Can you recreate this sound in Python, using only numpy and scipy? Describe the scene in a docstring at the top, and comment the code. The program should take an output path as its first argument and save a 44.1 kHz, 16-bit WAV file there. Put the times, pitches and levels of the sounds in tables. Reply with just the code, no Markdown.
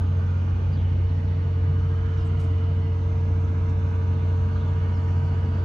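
"""A large six-cylinder diesel generator at governed speed, heard from a moving hand-held stereo microphone.
Its engine cycle repeats 15 times a second and so gives sharp tones on multiples of 15 Hz.
Uneven combustion and cooling air fill in a roar of shaped noise, coloured by resonance and reflection.
A slightly slower fan motor beats against the low tones, and further hums swell and fade. Narrow noise bands
whistle in the treble over a faint high electronic whine, with a few husky chirps and noisy scuffs nearby."""
import sys
import numpy as np
from scipy import signal
from scipy.fft import rfft, irfft, next_fast_len
from scipy.io import wavfile

SR = 44100
rng = np.random.default_rng(int(sys.argv[2]) if len(sys.argv) > 2 else 0)


def dump(signal):
    """Clip the signal to [-1, 1] and save it as 16-bit WAV at the path in sys.argv[1]."""
    limited = np.clip(np.atleast_2d(signal).T, -1, 1)
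    pcm = np.round(limited * 32767).astype(np.int16)
    wavfile.write(sys.argv[1], SR, pcm)


N = 248724
TIME = np.arange(N) / SR
CYCLE_HZ = 15.0  # four-stroke cycles a second, six firings each
# sign of each channel in a left-right difference: rows (left), (right)
SIDES = np.array([[1], [-1]])


def from_db(db):
    """Level law: 20 dB is a factor of ten in amplitude."""
    return 10 ** (np.asarray(db) / 20)


def rms_one(x):
    """Normalisation to unit effective value."""
    return x / np.sqrt(np.mean(x ** 2) + 1e-20)


def in_time(rows):
    """Linear interpolation of each column over the time in the first."""
    s, *columns = np.transpose(rows)
    return [np.interp(TIME, s, column) for column in columns]


def drift(rate_hz):
    """Low-passed noise: a random curve of rms about 1, made at every 40th sample by two equal poles."""
    pole = np.exp(-2 * np.pi * rate_hz * 40 / SR)
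    noise = rng.standard_normal(N // 40 + 3002)
    slow = signal.lfilter([1], [1, -2 * pole, pole ** 2], noise)[3000:]  # settled part
    slow = rms_one(slow - slow.mean())
    return np.interp(np.arange(N) / 40, np.arange(len(slow)), slow)


def tone(phase, lead):
    """Interaural phase: a stereo sine of rms 1 with a random start, the left leading by lead [rad]."""
    start = rng.uniform(0, 2 * np.pi)
    return np.sqrt(2) * np.sin(phase + start + SIDES * lead / 2)


def rough_tone(hz, half_width_hz):
    """Quadrature modulation: two slow noises on sine and cosine make a narrow band that follows a pitch."""
    phase = 2 * np.pi * np.cumsum(hz) / SR
    return drift(half_width_hz) * np.sin(phase) + drift(half_width_hz) * np.cos(phase)


def glide(start, length, first_hz, last_hz, bend):
    """Exponential approach: the elapsed share of an event, and a pitch that moves fastest at first."""
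    part = np.clip((TIME - start) / length, 0, 1)
    moved = (1 - np.exp(-bend * part)) / (1 - np.exp(-bend))
    return part, first_hz + (last_hz - first_hz) * moved


def scuffs():
    """Friction noise: bright bursts with a quick rise, an exponential decay and some extra high treble."""
    # scuffs and a tick close to the microphone: (peak time [s], rise time constant [s], T60 [s],
    # low edge [Hz], high edge [Hz], body level [dB], highest treble relative to body [dB])
    scuff_rows = [(1.74, .02, .15, 6000, 10000, -79, -12), (1.92, .01, .1, 5500, 8500, -78, -14),
                  (2.254, .006, .17, 6000, 10000, -67, -9), (2.401, .006, .22, 3000, 10300, -57, -13),
                  (2.438, .008, .2, 4500, 10000, -68, -14), (3.695, .002, .08, 5200, 7600, -61, -24)]
    out = np.zeros((2, N))
    for peak, rise, t60, low_hz, high_hz, level_db, top_db in scuff_rows:
        after = TIME - peak
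        envelope = np.exp(np.minimum(after / rise, -np.log(1000) * after / t60))
        scratch = from_db(2.5 * drift(200) + .8 * drift(35))
        noise = rng.standard_normal(N) + 0.12 * rng.standard_normal((2, N))  # mostly shared by both sides
        band_pass = signal.butter(4, [low_hz, high_hz], "band", fs=SR, output="sos")
        body = signal.sosfilt(band_pass, noise)
        body = signal.lfilter([1], [1, -.7], body)  # duller towards the top
        top = signal.sosfilt(signal.butter(4, 12500, "high", fs=SR, output="sos"), noise)
        burst = rms_one(body) + from_db(top_db) * rms_one(top)
        out += from_db(level_db) * envelope * scratch * burst
    return out


def chirps():
    """Frequency glide: a clear core in a noisy band moves, mostly down, under a rounded swell."""
    # short husky notes: (start [s], length [s], start pitch [Hz], end pitch [Hz], bend [1],
    # half width [Hz], gain [dB], left minus right [dB])
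    chirp_rows = [(.722, .045, 4780, 4700, 1, 80, -61, -1.5), (.725, .05, 4450, 4200, 1, 200, -66, -1.5),
                  (.765, .04, 3950, 3700, 1, 120, -60, 0), (.772, .04, 3450, 3200, 1, 160, -59, 0),
                  (.79, .05, 3150, 2800, 2, 220, -56, 0), (.84, .065, 2950, 3000, 1, 110, -60, 0),
                  (1.09, .05, 4200, 3300, 1.5, 400, -64, -2.5),
                  (2.165, .095, 6400, 4800, 2.5, 300, -63.5, 3), (2.26, .026, 7900, 7850, 1, 120, -67.5, 0),
                  (4.26, .08, 4100, 3300, 1.5, 400, -66, 3), (4.54, .16, 4500, 3300, 3.5, 500, -59.5, 4),
                  (4.93, .075, 5850, 4800, 1.2, 420, -65, 3)]
    out = np.zeros((2, N))
    for start, length, first_hz, last_hz, bend, half_width_hz, gain_db, balance_db in chirp_rows:
        part, hz = glide(start, length, first_hz, last_hz, bend)
        core = tone(2 * np.pi * np.cumsum(hz) / SR, 0)
        note = .9 * rough_tone(hz, half_width_hz) + .27 * core
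        swell = np.sqrt(np.sin(np.pi * part ** .7).clip(0))
        out += from_db(gain_db + SIDES * balance_db / 2) * note * swell
    return out


def whistle(hz, half_width_hz, level_db, balance_db):
    """Partial coherence: a shared narrow band plus one of opposite sign in the two sides, with flutter."""
    shared = rough_tone(hz, half_width_hz)
    opposed = .6 * SIDES * rough_tone(hz, half_width_hz)
    return from_db(level_db + drift(9) + SIDES * balance_db / 2) * (shared + opposed)


def whistles():
    """Narrow-band flow noise: one lasting whistle and several passing ones that fade in and out."""
    # the hissy whistle that never stops: (time [s], pitch [Hz], level of the shared band [dB])
    lasting_rows = [(0, 2900, -68), (.9, 2950, -65), (1.4, 2900, -67), (1.65, 2900, -66), (1.9, 3020, -63),
                    (2.4, 2970, -61.5), (2.85, 3000, -62), (3.05, 2900, -75), (3.9, 2800, -72),
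                    (4.25, 2820, -63.5), (4.6, 2880, -67), (4.8, 2910, -64.5), (5.4, 2910, -63.5),
                    (5.64, 2900, -67)]
    # air in narrow gaps that comes and goes: (start [s], length [s], start pitch [Hz], end pitch [Hz],
    # bend [1], half width [Hz], start and end level of the shared band [dB], left minus right [dB])
    passing_rows = [(-.2, 1.1, 6700, 6000, 1.6, 130, -72.5, -78, 5),
                    (.7, 1.6, 6020, 5480, 2.4, 70, -81, -80, 4),
                    (.15, 0.63, 2413, 2446, .1, 50, -64.5, -68.5, -2),
                    (1.051, 2.0, 4300, 4300, .1, 100, -75, -76, -1),
                    (2.9, 2.8, 6170, 6020, .8, 80, -74.5, -78, 4.5),
                    (4.2, 1.5, 4150, 4600, .5, 170, -73, -69, -3.5),
                    (2.15, .8, 2800, 2860, .1, 90, -66, -64, -3),
                    (1.75, .9, 6100, 6100, .1, 120, -78, -79, 4)]
    fade_s = 0.056
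    hz, level_db = in_time(lasting_rows)
    out = whistle(hz, 105, level_db, -3)
    for start, length, first_hz, last_hz, bend, half_width_hz, first_db, last_db, balance_db in passing_rows:
        part, hz = glide(start, length, first_hz, last_hz, bend)
        fade = np.clip(np.minimum(part, 1 - part) * length / fade_s, 0, 1)
        level_db = first_db + (last_db - first_db) * part
        out += fade * whistle(hz, half_width_hz, level_db, balance_db)
    return out


def hums():
    """Standing waves: gear, fan and alternator tones vary in level and phase with the listening spot."""
    # (pitch [Hz], left lead at start [rad], at middle [rad], at end [rad])
    hum_rows = [(215.3, .3, 4.2, 5.5), (450, -1.6, -.45, -.15), (600, -.8, -.3, -.15), (960, 1.7, .5, .8),
                (1215, 1.6, 1.4, 1.3), (2880, .5, -.5, -1), (66.4, 0, 0, 0), (71.9, 0, 0, 0)]
    # spots of the standing wave that each side crosses; per hum, for left and for right (or once for both):
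    # (usual level [dB], spots as (time crossed [s], change there [dB], half width [s]))
    spot_rows = [
        [(-43, [(1.6, -13, .5), (2.7, -10, .9)]), (-42.5, [(1.6, -12, .5), (2.6, -8, .8)])],
        [(-41, [(.1, -14, 1.0), (5.6, -2, 1.2)]), (-45, [(0, 2, .4), (1.4, -1.7, .9), (5.5, -3.5, .9)])],
        [(-58.5, [(1.05, -17, 0.65)]), (-59.5, [(0.55, -15, 0.5), (1.4, -5, .5)])],
        [(-51, [(1.9, -17, 1.7), (3.0, -5, .4)]), (-52.5, [(.9, -15, 0.4), (.2, -4, .4), (1.5, -6, .4),
         (2.5, -3, .6), (4.7, 1.5, .6)])],
        [(-59, [(.2, -6, .4), (2.0, 3, .35), (4.3, -3, .5), (1.2, -8, .4), (3.0, -5.5, 0.7)]),
         (-54, [(.95, -16, .3), (1.45, -8, .3), (3.1, -6, .5), (4.4, -7, 1.3)])],
        [(-75, [(1.5, -5, 2), (4, -10, .5)]), (-67, [(.3, -12, 1.2), (2.9, -8, 1.6)])],
        [(-48, [(2.5, -3, 1)])] * 2,
        [(-47.5, [(1.5, -3, 1)])] * 2,
    ]
    out = np.zeros((2, N))
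    for (hz, *leads), sides in zip(hum_rows, spot_rows):
        level_db = []
        for usual_db, spots in sides:
            change_db = sum(db * np.exp(-((TIME - s) / width) ** 2) for s, db, width in spots)
            level_db.append(usual_db + change_db)
        lead = np.interp(TIME, [0, TIME[-1] / 2, TIME[-1]], leads)
        out += from_db(level_db) * tone(2 * np.pi * hz * TIME, lead)
    return out


def fan():
    """Beats: harmonics of the fan motor lie just below engine tones and slowly interfere with them."""
    # multiple of a turn [1]: level [dB]
    fan_rows = {2: -40, 3: -45.5, 5: -42, 8: -58}
    turns_hz = 29.6  # just under twice the cycle rate
    out = np.zeros((2, N))
    for multiple, level_db in fan_rows.items():
        phase = 2 * np.pi * multiple * turns_hz * TIME
        out += from_db(level_db + .9 * drift(0.62)) * tone(phase, 0)
    return out


def reflected(x):
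    """Comb filtering: delayed copies with slowly swaying delays make ridges wander through the noise."""
    # nearby metal faces; the detour changes as the hand moves:
    # (left delay [ms], right delay [ms], sway [ms], level [dB])
    face_rows = [(1.7, 1.92, 0.14, -15), (3.4, 3.1, 0.13, -10.5), (7.3, 7.7, .2, -10),
                 (13.1, 12.2, 0.29, -11.5)]
    out, at = x.copy(), np.arange(N)
    for left_ms, right_ms, sway_ms, level_db in face_rows:
        sway = sway_ms * drift(.3)
        for side, ms in enumerate((left_ms, right_ms)):
            delay = (ms + sway) * SR / 1000
            out[side] += from_db(level_db) * np.interp(at - delay, at, x[side])
    return out


def hollowed(x):
    """Interference: bands where direct and reflected sound cancel or add dip or rise for a while."""
    # most stay at one pitch, a few slide slowly: (middle [s], half length [s], pitch at the middle [Hz],
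    # slide [Hz/s], half width [Hz], change [dB])
    hollow_rows = [(.5, .8, 285, 0, 35, -3), (3.3, .6, 295, 0, 35, 2), (1.0, .5, 1550, 0, 250, -1.5),
                   (2.0, .35, 1550, 0, 250, 1.5), (3.0, .4, 1550, 0, 250, -1.5),
                   (4.3, .4, 5500, 0, 400, -2), (.6, 1.0, 1120, 0, 90, -3), (.4, .7, 1900, 0, 200, -2),
                   (3.75, 1.3, 1890, 120, 100, -7), (5.2, 1.2, 1430, 30, 160, 1.5),
                   (2.7, .4, 2150, 0, 60, 4), (1.3, 1.0, 5100, 0, 350, -3), (3.6, .7, 3200, 30, 120, -5),
                   (5.0, .35, 3750, 0, 300, -5), (3.9, .8, 4800, 150, 300, -3.5),
                   (.9, 1.0, 7600, 0, 400, -4), (4.9, .9, 6750, 350, 200, 4), (5.1, .6, 8300, 0, 350, 4),
                   (1.2, .7, 1350, 0, 120, -3), (4.4, .7, 170, 0, 25, -4), (2.5, .4, 2650, 150, 70, -5),
                   (3.75, .15, 3100, 1800, 120, -6), (1.0, .7, 1050, 0, 150, -2)]
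    hz, s, frames = signal.stft(x, SR, nperseg=2048)
    change_db = 0
    for middle, half_s, centre_hz, slide, half_width_hz, db in hollow_rows:
        after = s - middle
        off_centre = (hz[:, None] - centre_hz - slide * after) / half_width_hz
        change_db = change_db + db * np.exp(-(after / half_s) ** 4 - off_centre ** 2)
    return signal.istft(frames * from_db(change_db), SR, nperseg=2048)[1][:, :N]


def roar(repeat_db, patchy_db):
    """Broadband noise of uneven combustion and cooling air; above 500 Hz a share repeats with each cycle."""
    # base spectrum: (frequency [Hz], level per Hz [dB], left minus right [dB],
    # unshared relative to shared part [dB], left lead [rad])
    spectrum_rows = [(12, -84, 0, -33, 0), (32, -70, 0, -30, 0), (60, -55.5, 0, -29, 0),
                     (150, -58.5, .2, -25, .05), (170, -63, 0, -14, .1), (300, -67, .5, -9, 0),
                     (400, -73, 5, -8, -.3), (800, -79, 1.5, -6, .3), (1600, -81, -5, -4, 2.1),
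                     (1800, -87, -4, -4, 1.5), (3000, -91, -3, -4, -.1), (6500, -105, 2.5, -4, .6),
                     (9700, -124, 1.5, -3, .1), (10300, -138, 0, -3, 0)]
    # broad resonances and dips of block and housing: (frequency [Hz], width [Hz], change [dB])
    housing_rows = [(70, 25, 3.5), (118, 2.6, -8.5), (140, 16, 3.5), (168, 11, -5), (190, 13, -3),
                    (215.5, 27, 5), (315, 11, 3.5), (446.4, 33, 4), (714, 210, 3.5), (780, 19, 3.5),
                    (890, 92, 3.5), (1092, 140, 4.5), (1380, 545, 5), (1980, 470, 2)]
    # the microphone closes in on the block: (time [s], nearness 0 to 1 [1])
    nearness_rows = [(0, 0.43), (1.4, 0.1), (2.6, 0.1), (3.6, .35), (4.8, .95), (5.64, 0.8)]
    # gain far from and near the block, rows for low-mid, mid, upper, treble: (far [dB], near [dB])
    far_near_rows = [(-2, -1.5), (-2, -0.9), (0.9, 2), (1.5, 2.5)]

    size, period = next_fast_len(N), round(SR / CYCLE_HZ)
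    hz = np.maximum(np.arange(size // 2 + 1) * SR / size, 1)
    points = np.transpose(spectrum_rows)
    level_db, balance_db, unshared_db, lead = (
        np.interp(np.log(hz), np.log(points[0]), column) for column in points[1:])
    for centre_hz, width_hz, peak_db in housing_rows:
        level_db = level_db + peak_db / (1 + (2 * (hz - centre_hz) / width_hz) ** 2)

    # valve clatter: one period of noise, repeated exactly
    clatter = np.tile(rng.standard_normal((2, period)), size // period + 1)[:, :size]
    noise = rfft(rng.standard_normal((2, size)))
    shared, unshared = noise + from_db(repeat_db) * rfft(clatter) * (hz > 500)
    both = shared * np.exp(.5j * SIDES * lead) + SIDES * from_db(unshared_db) * unshared
    both = both / np.sqrt(1 + from_db(2 * unshared_db))
    both = both * from_db(level_db + SIDES * balance_db / 2) / np.sqrt(2 / SR)  # level per Hz

    # third-octave bands flicker on their own; those above 170 Hz also follow the nearness
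    edges = 8 * 2 ** np.arange(0, 11, 1 / 3)
    nearness = in_time(nearness_rows)[0]
    zone_db = [0] + [far_db + (near_db - far_db) * nearness for far_db, near_db in far_near_rows]
    low_roar, high_roar = np.zeros((2, 2, N))
    for low, high in zip(edges, edges[1:]):
        zone = np.searchsorted([170, 420, 1500, 3500], low)
        band = irfft(both * ((hz >= low) & (hz < high)), size)[:, :N]
        flicker_db = patchy_db * (drift(4) + drift(30))
        target = high_roar if zone > 1 else low_roar
        target += band * from_db(zone_db[zone] + flicker_db)

    # the low roar narrows towards the centre as the microphone turns to face the block
    centre = low_roar.mean(axis=0)
    low_roar = centre + (low_roar - centre) * from_db(np.linspace(3, -3, N))
    return hollowed(low_roar + from_db(-2.5) * reflected(high_roar))


def cycle_tones():
    """Harmonic series: engine tones on multiples of the cycle rate waver a little, under a faint high whine."""
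    # multiples 634 and 646 are a faint high electronic whine;
    # multiple of the cycle rate [1]: (level [dB], waver [dB], left minus right [dB], left lead [rad])
    order_rows = {2: (-58, .3, 0, 0), 3: (-46.5, .5, 0, 0), 4: (-42.5, .5, 0, 0), 5: (-44.5, 1.0, -.2, 0),
                  6: (-22.5, .1, -.2, .05), 7: (-53, 1.5, .4, .1), 8: (-47, 1, .5, .1),
                  9: (-38, .8, .7, .1), 10: (-43, .8, .4, .04), 12: (-52.5, 1.5, -3.7, .1),
                  13: (-57, 2, -1, .3), 15: (-58, 2, -1, -.3), 16: (-58, 2, 0, 0), 17: (-52, 1.5, .3, 0),
                  18: (-56, 2, 3, .5), 19: (-55, 2.5, -1, .3), 20: (-59, 2, 2, -.1), 57: (-65, 1, 0, 0),
                  63: (-66, 3, -1, -1.3), 78: (-67.5, 2.4, 0, 2), 96: (-66, .5, -5, -2.8),
                  143: (-73, 3, -5, 1.5), 634: (-94.5, 1.5, 2, 0), 646: (-93.5, 3, 2, 0)}
    out = np.zeros((2, N))
    for multiple, (level_db, waver_db, balance_db, lead) in order_rows.items():
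        level = from_db(level_db + SIDES * balance_db / 2 + waver_db * drift(1.2))
        out += level * tone(2 * np.pi * multiple * CYCLE_HZ * TIME, lead)
    return out


def scene():
    """Superposition: the small sounds, hums, fan, roar and engine tones add linearly."""
    surroundings = scuffs() + chirps() + whistles()
    return surroundings + hums() + fan() + roar(repeat_db=-8, patchy_db=.85) + cycle_tones()


def record(dry):
    """Wavelength against spacing: close-set microphones hear deep bass alike; hiss is added, the top cut."""
    mid, side = (dry[0] + dry[1]) / 2, (dry[0] - dry[1]) / 2
    side = signal.sosfilt(signal.butter(2, 30, "high", fs=SR, output="sos"), side)
    self_noise = from_db(-90.5) * rng.standard_normal(dry.shape)
    self_noise = signal.sosfilt(signal.butter(4, 12000, "high", fs=SR, output="sos"), self_noise)
    top_cut = signal.cheby2(24, 60, 15800, fs=SR, output="sos")
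    return signal.sosfilt(top_cut, mid + SIDES * side + self_noise)


dry = scene()
out = record(dry)
dump(out)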